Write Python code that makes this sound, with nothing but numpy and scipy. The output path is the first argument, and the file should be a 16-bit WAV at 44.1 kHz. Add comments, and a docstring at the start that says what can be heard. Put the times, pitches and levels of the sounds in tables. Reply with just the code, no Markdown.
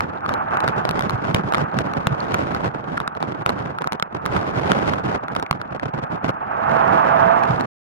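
"""Beside a country road, a downpour in a gale, heard through a small stereo microphone.
Turbulent wind buffets the ports, rumbling and tearing into a crackling fizz.
Single drops strike right next to the ports and set the casing ringing in its damped modes.
Behind them countless far impacts sum to the wash of the rain.
Near the end a roar with a thin whistle swells up, a passing truck or a gust."""
import sys
import numpy as np
from scipy import signal
from scipy.fft import rfft, irfft
from scipy.io import wavfile
from scipy.ndimage import uniform_filter1d

SR = 44100
rng = np.random.default_rng(int(sys.argv[2]) if len(sys.argv) > 2 else 0)


def generate_wav(signal):
    """Clip the signal to [-1, 1] and save it as 16-bit WAV at the path in sys.argv[1]."""
    frames = np.transpose(np.atleast_2d(signal))
    scaled = np.clip(frames, -1, 1) * 32767
    pcm = np.round(scaled).astype(np.int16)
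    wavfile.write(sys.argv[1], SR, pcm)


N = 345744
TIME = np.arange(N) / SR
FREQS = np.fft.rfftfreq(N, 1 / SR)

# steady wind at the microphone, with three long gusts: time_s, level_db
BREEZE_LEVELS = [(0, -31), (.45, -34), (1.1, -29), (1.7, -31), (2.2, -28.5), (2.3, -25.5), (2.5, -25.5),
                 (2.75, -31), (2.96, -29.5), (3.05, -39), (3.3, -34), (3.75, -35), (4.1, -40.5),
                 (4.22, -33), (4.27, -26.5), (4.54, -25.5), (4.565, -23.5), (4.9, -21), (5.02, -32),
                 (5.5, -38.5), (6.4, -36), (6.62, -33), (6.72, -27), (7.6, -27)]
# spectra of the wind noise, low to high: frequency_hz, relative_db
RUMBLE_SPECTRUM = [(20, -20.5), (50, -23), (90, -7), (140, -1.5), (200, -3), (300, -5), (450, -12.5),
                   (800, -16)]
RASP_SPECTRUM = [(350, 1), (600, 1), (950, -0.5), (1500, -5), (2100, -18), (3200, -27.5), (5000, -41.5)]
FIZZ_SPECTRUM = [(2000, 16.5), (3700, 4.5), (5000, 0.5), (8000, -10.5), (12000, -19.5), (16000, -32)]
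FULL_GUST_DB, TEAR_DB = -25, -40  # wind blows most evenly above the first; fizz dies below the second
def wind():
    """Turbulent pressure at the ports: rumble, rasp, and a fizz that grows faster than the push."""
    eddies, swing = buffets()
    breeze_db = over_time(BREEZE_LEVELS)
    strength_db = np.maximum(breeze_db, over_time(BACKGROUND_LEVELS) - 4)
    lumpiness = np.clip((FULL_GUST_DB - strength_db) / 18.5, .18, 1)  # light wind comes in lumps
    lumps = flutter(hz=28.2, depth_db=9.5) ** lumpiness
    push = np.hypot(gain_of(breeze_db) * lumps, gain_of(-1) * eddies)
    bursts = flutter(hz=157, depth_db=3.5)
    tearing = 1 / (1 + (gain_of(TEAR_DB) / push) ** 3)
    rumble = colour(noise() * push, RUMBLE_SPECTRUM) + np.outer([1, 0], swing)
    rasp = gain_of(1.5) * colour(noise() * push * bursts, RASP_SPECTRUM)
    crackle = patter(per_s=8100, spread_db=-5.5) * push ** 1.675 * tearing * bursts
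    fizz = gain_of(4.5) * colour(crackle, FIZZ_SPECTRUM)
    # the slow change of pressure under the wind is the same at both ports
    heave = gain_of(-19) * push * colour(rng.standard_normal(N), [(25, -10), (80, 12)])
    return ports(rumble + rasp + fizz, NEAR_COHERENCE) + heave


# single buffets hitting the microphone: start_s, length_s, level_db
BUFFET_HITS = [(0.274, 0.066, -29), (0.498, 0.07, -32.5), (0.631, 0.079, -26.5), (0.759, 0.031, -24.5),
               (0.94, .05, -26), (1.027, 0.045, -29), (1.233, 0.065, -25.5), (1.338, 0.05, -23),
               (1.565, 0.06, -25), (1.783, .035, -21.5), (2.634, 0.045, -28), (3.199, 0.125, -29.5),
               (3.467, 0.038, -27.5), (3.518, .16, -29), (4.142, 0.027, -25), (4.298, .08, -26),
               (5.03, 0.13, -25), (5.356, 0.035, -26), (5.418, 0.019, -27.5), (5.587, 0.018, -32.5),
               (5.704, 0.027, -29), (5.743, .02, -29), (5.822, 0.011, -24.5), (5.85, .014, -22),
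               (5.934, 0.056, -30), (6.015, 0.026, -26), (6.098, 0.061, -28.5), (6.238, 0.029, -24),
               (6.275, 0.028, -25)]
# soft shoves of air that thump the diaphragm with hardly any hiss: peak_s, level_db
AIR_SHOVES = [(0.906, -21), (1.065, -23), (1.148, -14), (1.309, -17.5), (1.35, -20), (1.402, -19.5),
              (1.451, -17.5), (1.641, -21.5), (1.773, -13.5), (1.98, -16), (2.123, -15.5), (4.371, -23.5),
              (4.581, -17.5), (7.266, -18.5), (7.506, -13.5), (7.533, -21.5)]
def buffets(attack_s=.0055, release_s=.0091, shove_s=.04, swing_hz=144.4, spread_octaves=.3):
    """Forced vibration: returns the push of sudden eddies and the diaphragm's unsteady swing."""
    push, shove = np.zeros(N), np.zeros(N)
    for start_s, length_s, level_db in BUFFET_HITS:
        t = np.arange(0, length_s + release_s, 1 / SR)
        envelope = np.clip(np.minimum(t / attack_s, (t[-1] - t) / release_s), 0, 1)
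        add(push, start_s, gain_of(level_db) * envelope)
    for peak_s, level_db in AIR_SHOVES:
        add(shove, peak_s - shove_s / 2, gain_of(level_db) * np.hanning(round(shove_s * SR)))
    pitch_hz = swing_hz * 2 ** (spread_octaves * wander(hz=71))
    swing = np.sin(2 * np.pi * np.cumsum(pitch_hz) / SR)
    reach = gain_of(-5.5) * push * flutter(hz=45, depth_db=4) + shove
    eddies = push * flutter(hz=30, depth_db=2) + gain_of(-12) * shove
    return eddies, reach * swing


# loudest near drops: time_s, strength_db, pitch_hz, aim (0 on the casing, 1 square on a port)
NEAR_DROPS = [(.006, -15.5, 1260, 0.51), (.262, -19.5, 1280, 0.088), (0.292, -17, 1290, 0.38),
              (.339, -16.5, 830, 0.32), (.571, -14.5, 1210, 0.044), (.604, -17, 1150, 0.43),
              (.678, -15, 1380, 0.48), (0.686, -20.5, 880, 0.52), (.852, -9.5, 614, 0.073),
              (.891, -15.5, 1120, 0.53), (0.91, -21.5, 840, 0.79), (.993, -22, 1050, 0.79),
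              (1.008, -23, 1290, 0.54), (1.023, -26, 1500, 0.66), (1.096, -19, 1230, 0.63),
              (1.107, -21.5, 900, 0.4), (1.346, -17.5, 1180, 1), (1.523, -14, 754, 0.17),
              (1.537, -15.5, 1200, 0.32), (1.546, -11, 1240, 0.26), (1.552, -17.5, 1270, 0.28),
              (1.582, -16.5, 1190, 0.18), (1.788, -16, 1510, 0.6), (1.936, -28, 1400, 0.64),
              (2.07, -16.5, 874, 0.93), (2.204, -33.5, 4300, 0.05), (2.343, -14.5, 1370, 0.57),
              (2.548, -18.5, 1260, 0.33), (2.974, -22, 1720, 0.31), (2.978, -17.5, 1370, .05),
              (3.002, -19.5, 1190, 0.32), (3.077, -20.5, 1323, 0.61), (3.151, -30, 1310, 0.097),
              (3.227, -15, 830, 0.18), (3.4619, -16, 1290, 0.69), (3.493, -15, 1240, 0.53),
              (3.503, -17.5, 1000, .15), (3.786, -23.5, 1350, 0.3), (3.82, -19.5, 1000, 0.22),
              (3.843, -20, 1300, 0.079), (3.873, -17, 1000, 0.45), (3.922, -18.5, 850, 0.63),
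              (3.931, -17, 910, 0.31), (3.998, -19.5, 1210, 0.35), (4.025, -14, 1330, 0.55),
              (4.255, -22.5, 1100, 0.4), (4.261, -16, 1260, 0.61), (4.364, -19, 1320, 0.21),
              (4.936, -14.5, 1090, 0.15), (4.718, -12.5, 1384, 0.62), (5.283, -22.5, 1400, 0.09),
              (5.351, -26, 1500, 0.59), (5.364, -20, 1280, 0.47), (5.398, -27, 1480, 0.66),
              (5.426, -16, 940, 0.2), (5.464, -30, 2220, .03), (5.5108, -17, 1120, 0.86),
              (5.528, -18.5, 1180, 0.042), (5.615, -22.5, 1400, 0.3), (5.797, -26, 1700, 0.2),
              (5.832, -22.5, 930, 0.056), (6.293, -28, 1210, 0.68), (7.436, -18, 1500, 0.27),
              (7.609, -12.5, 770, 0.073)]
# the casing's higher modes, which give a drop its knock: pitch_hz, relative_db
KNOCK_MODES = [(2150, 4.5), (2900, 3.5), (3800, 3.5), (5400, -5)]
# spectrum of a drop's crack: frequency_hz, relative_db
CRACK_SPECTRUM = [(400, 10), (1200, 13.5), (2300, 3), (3900, -1), (5800, -12.5), (9000, -13),
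                  (16000, -21.5)]
def drops(casing_hz=1348, width_hz=40):
    """Impact excitation: each drop cracks, rings the casing's modes and thumps the diaphragm."""
    t = np.arange(SR // 20) / SR
    body, cracks = np.zeros((2, N)), np.zeros((2, N))
    splash = 1.6 * (np.exp(-t / .0008) + .06 * np.exp(-t / .003)) * (1 - np.exp(-t / .0003))
    for time_s, strength_db, pitch_hz, aim in NEAR_DROPS:
        # near its own pitch the casing rings longer
        resonance = 1 / (1 + ((pitch_hz - casing_hz) / width_hz) ** 2)
        ring_s = .008 * (pitch_hz / casing_hz) ** .26 + .0063 * resonance
        # the squarer a drop hits a port, the more it cracks and thumps
        crack_db = strength_db - 21 + 20 * aim
        thump_db = strength_db - 18.5 + 36 * aim
        # where it lands decides how the side modes are tuned and which high ones speak
        detune = np.sqrt(2 ** (rng.random(2) - .5))
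        main = ring(t, pitch_hz, t60_s=ring_s, lag_rad=4.45)
        upper = ring(t, pitch_hz * 1.44 * detune[0], t60_s=.009, lag_rad=3.5)
        lower = ring(t, pitch_hz * .7 * detune[1], t60_s=.007, lag_rad=np.pi)
        add(body, time_s, gain_of(strength_db + 12.5) * (main + .2 * upper + .36 * lower))
        for mode_hz, mode_db in KNOCK_MODES:
            weight, tuning, side = rng.random(3) - .5
            knock = ring(t, mode_hz * (1 + .22 * tuning), t60_s=.011, lag_rad=np.pi * (1 + 2 * side))
            add(body, time_s, np.sign(side) * gain_of(crack_db + mode_db + 8 * weight) * knock)
        thump = ring(t, 160 * detune[0], t60_s=.026, lag_rad=.67)
        add(body, time_s, gain_of(thump_db) * thump)
        add(cracks, time_s, gain_of(crack_db + 16) * splash * rng.standard_normal((2, len(t))))
    return body + ports(colour(cracks, CRACK_SPECTRUM), NEAR_COHERENCE)


def droplets(full_gust_per_s, ring_db, tick_db, spots=10):
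    """Poisson impacts: light drops ring each spot at its own pitch; gusts throw more, and harder."""
    t = np.arange(SR // 30) / SR
    rings, impacts = np.zeros((2, N)), np.zeros(N)
    gust = gain_of(over_time(BREEZE_LEVELS) - FULL_GUST_DB)
    for pitch_hz in np.geomspace(850, 2200, spots):
        struck = rng.random(N) < gust * full_gust_per_s / spots / SR
        hits = struck * gust * gain_of(-8 * rng.random(N))
        mode = ring(t, pitch_hz, t60_s=.0054, lag_rad=4.6)
        rings += signal.oaconvolve(hits[None], mode, axes=1)[:, :N] * 1000 / pitch_hz
        impacts += hits
    ticks = colour(noise() * uniform_filter1d(impacts, size=64), CRACK_SPECTRUM[:5])
    return gain_of(ring_db) * rings + gain_of(tick_db) * ports(ticks, NEAR_COHERENCE)


# level of the background, first the rain and then the roar: time_s, level_db
BACKGROUND_LEVELS = [(0, -33), (.2, -28), (.55, -21.5), (.85, -24), (1.05, -28.5), (2.2, -30.5),
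                     (2.8, -33.5), (3.8, -34), (5.2, -31), (5.6, -36), (6.35, -28), (6.55, -23),
                     (6.75, -15.5), (7.3, -15), (7.42, -16.5), (7.55, -23.5)]
# spectra of the far rain, the roar of a truck or gust, and fine spray: frequency_hz, relative_db
RAIN_SPECTRUM = [(140, -26.5), (300, -19), (500, -2.5), (850, 16), (1350, 9.5), (1600, 4), (2000, -7.5),
                 (2600, -12), (3400, -33.5), (6000, -108.5)]
ROAR_SPECTRUM = [(300, -23.5), (480, -4), (620, -6.5), (760, 1), (950, 4.5), (1300, -1.5), (1650, -8.5),
                 (2100, -17), (2700, -23), (4000, -54), (9000, -73.5)]
SPRAY_SPECTRUM = [(2500, 10.5), (3800, -4), (5500, -16), (10000, -29.5)]
def rain_and_roar(roar_from_s=5.6):
    """Incoherent summation: far drops merge into a wash; a truck or gust roars over it with spray."""
    level_db = over_time(BACKGROUND_LEVELS)
    roar_share = 1 / (1 + np.exp(-(level_db + 22.5) / 1.8)) * (TIME > roar_from_s)
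    far_drops = unit_rms(noise() + .35 * patter(per_s=1800, spread_db=0))
    rain = colour(far_drops, RAIN_SPECTRUM) * flutter(hz=24.1, depth_db=3)
    roar = colour(noise(), ROAR_SPECTRUM)
    blend = ports(rain * np.sqrt(1 - roar_share) + roar * np.sqrt(roar_share), FAR_COHERENCE)
    blend *= gain_of(roar_share * np.array([[-4.2], [.8]]))  # the roar comes from the right
    specks = colour(patter(per_s=250, spread_db=2.2), SPRAY_SPECTRUM)
    spray = gain_of(-28) * roar_share ** 2 * ports(specks, NEAR_COHERENCE)
    return gain_of(level_db) * (blend + spray)


# the whistle at the height of the roar: time_s, level_db
WHISTLE_LEVELS = [(6.5, -42), (6.72, -21), (7.08, -24.5), (7.2, -17.5), (7.42, -20.5), (7.6, -40.5)]
def whistle(pitch_hz=666, waver_hz=8, lag_rad=2.74):
    """Random modulation of pitch and strength makes a thin tone breathy; it is louder on the right."""
    waver = .6 * wander(hz=6) + wander(hz=60)
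    phase = 2 * np.pi * np.cumsum(pitch_hz + waver_hz * waver) / SR
    tone = np.array([gain_of(-6) * np.sin(phase - lag_rad), np.sin(phase)])
    envelope = gain_of(over_time(WHISTLE_LEVELS)) * (TIME > WHISTLE_LEVELS[0][0])
    return envelope * unit_rms(tone) * flutter(hz=30, depth_db=2)


# likeness of the two ports for near and for far sound: frequency_hz, coherence (0-1), left_lag_rad
NEAR_COHERENCE = [(30, 1, 0.25), (171, 0.85, 0.6), (272, 0.8, 1.29), (395, 0.24, 2.55), (1030, 0.55, 3.06),
                  (8100, 0.37, 3.87)]
FAR_COHERENCE = [(106.7, 0.38, .4), (342, 0.43, 1.3), (610, 1, 5.15), (972, 0.98, 3.49), (1543, 0.85, 5.4),
                 (2130, 0.056, 7.5)]
def ports(pair, table):
    """Partial coherence: the right port hears one signal, the left a lagging blend of both."""
    shared, unrelated = rfft(pair)
    coherence, lag_rad = np.clip(over_hz(table), 0, 1), over_hz(table, column=2)
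    left = (coherence * shared + np.sqrt(1 - coherence ** 2) * unrelated) * np.exp(-1j * lag_rad)
    return irfft(np.array([left, shared]), N)


def ring(t, hz, t60_s, lag_rad):
    """Damped oscillation: a mode rises within a cycle and decays, with the left port lagging."""
    phase = 2 * np.pi * hz * t - np.array([[lag_rad], [0]])
    return np.sin(phase) * gain_of(-60 * t / t60_s) * (1 - np.exp(-t * hz * 3))


def colour(x, spectrum):
    """Minimum-phase filtering, falling away past the spectrum's ends; white noise keeps its power."""
    octaves_outside = abs(np.log2((FREQS + 1) / np.clip(FREQS + 1, spectrum[0][0], spectrum[-1][0])))
    response_db = np.maximum(over_hz(spectrum) - 19 * octaves_outside, -100)
    cepstrum = irfft(np.log(unit_rms(gain_of(response_db))), N)
    causal_fold = (1 + np.sign(N / 2 - np.arange(N))) * np.where(TIME > 0, 1, .5)
    return irfft(rfft(x) * np.exp(rfft(cepstrum * causal_fold)), N)


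def noise():
    """White noise on two uncorrelated channels."""
    return rng.standard_normal((2, N))


def patter(per_s, spread_db):
    """Shot noise: tiny impacts of random time and size on two channels, at rms 1."""
    sizes = gain_of(spread_db * np.minimum(rng.exponential(1, N), 4))
    return unit_rms(noise() * sizes * (rng.random(N) < per_s / SR))


def wander(hz):
    """Low-pass noise of rms 1 that moves up to about hz times a second."""
    return unit_rms(irfft(rfft(rng.standard_normal(N)) / (1 + (FREQS / hz) ** 4), N))


def flutter(hz, depth_db):
    """Amplitude modulation: a lumpy random gain of rms 1."""
    return unit_rms(gain_of(depth_db * np.clip(wander(hz), -2, 2)))


def gain_of(db):
    """Decibels to amplitude."""
    return 10 ** (np.asarray(db) / 20)


def unit_rms(x):
    """Normalisation to rms 1."""
    return x / np.sqrt(np.mean(x ** 2) + 1e-20)


def over_hz(table, column=1):
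    """Interpolation of one column over log frequency."""
    columns = np.transpose(table)
    return np.interp(np.log(FREQS + 1), np.log(columns[0]), columns[column])


def over_time(table):
    """Interpolation of a level over time."""
    return np.interp(TIME, *np.transpose(table))


def add(mix, start_s, sound):
    """Superposition: mixes a sound in at start_s."""
    part = mix[..., max(round(start_s * SR), 0):][..., :sound.shape[-1]]
    part += sound[..., :part.shape[-1]]


def scene():
    """Superposition of far rain, the whistling roar, wind on the microphone and near drops."""
    background = rain_and_roar() + whistle()
    return background + wind() + drops() + droplets(full_gust_per_s=40, ring_db=-15, tick_db=6.5)


def gain_control(x, threshold_db=-10, share_removed=.24):
    """Compression: a loud hit turns the gain down just after its peak; the gain then creeps back."""
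    power = signal.lfilter([.01], [1, -.99], (x ** 2).mean(0))
    excess_db = np.maximum(10 * np.log10(power + 1e-12) - threshold_db, 0)
    recovery_db = 19.5 * TIME  # the held excess falls 19.5 dB a second
    held_db = np.maximum.accumulate(excess_db + recovery_db) - recovery_db
    return gain_of(-share_removed * signal.lfilter([.01], [1, -.99], held_db))


# unequal colour of the two ports: frequency_hz, left_minus_right_db
PORT_BALANCE = [(80, 0.5), (200, -3), (400, -4), (700, -5.5), (1150, -1), (1550, -2), (1900, 5), (2600, 7),
                (3600, 5), (8500, -0.5), (10000, -11.5)]
def record(dry, stop_s=7.66, cutoff_hz=16200):
    """Transduction: each port colours the sound, which is compressed, saturated and band-limited."""
    tilt = gain_of(over_hz(PORT_BALANCE))
    response = np.array([tilt, np.ones_like(tilt)]) * np.sqrt(2 / (1 + tilt ** 2))
    heard = irfft(rfft(dry) * response, N)
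    heard *= gain_control(heard)
    heard /= (1 + heard ** 4) ** (1 / 4)  # rounds the peaks
    heard *= np.clip((stop_s - TIME) * 100, 0, 1)  # the sound stops short, within 10 ms
    low_pass = signal.firwin(511, cutoff_hz, window=("kaiser", 9), fs=SR)
    return signal.oaconvolve(heard, low_pass[None], "same")


dry = scene()
out = record(dry)
generate_wav(out)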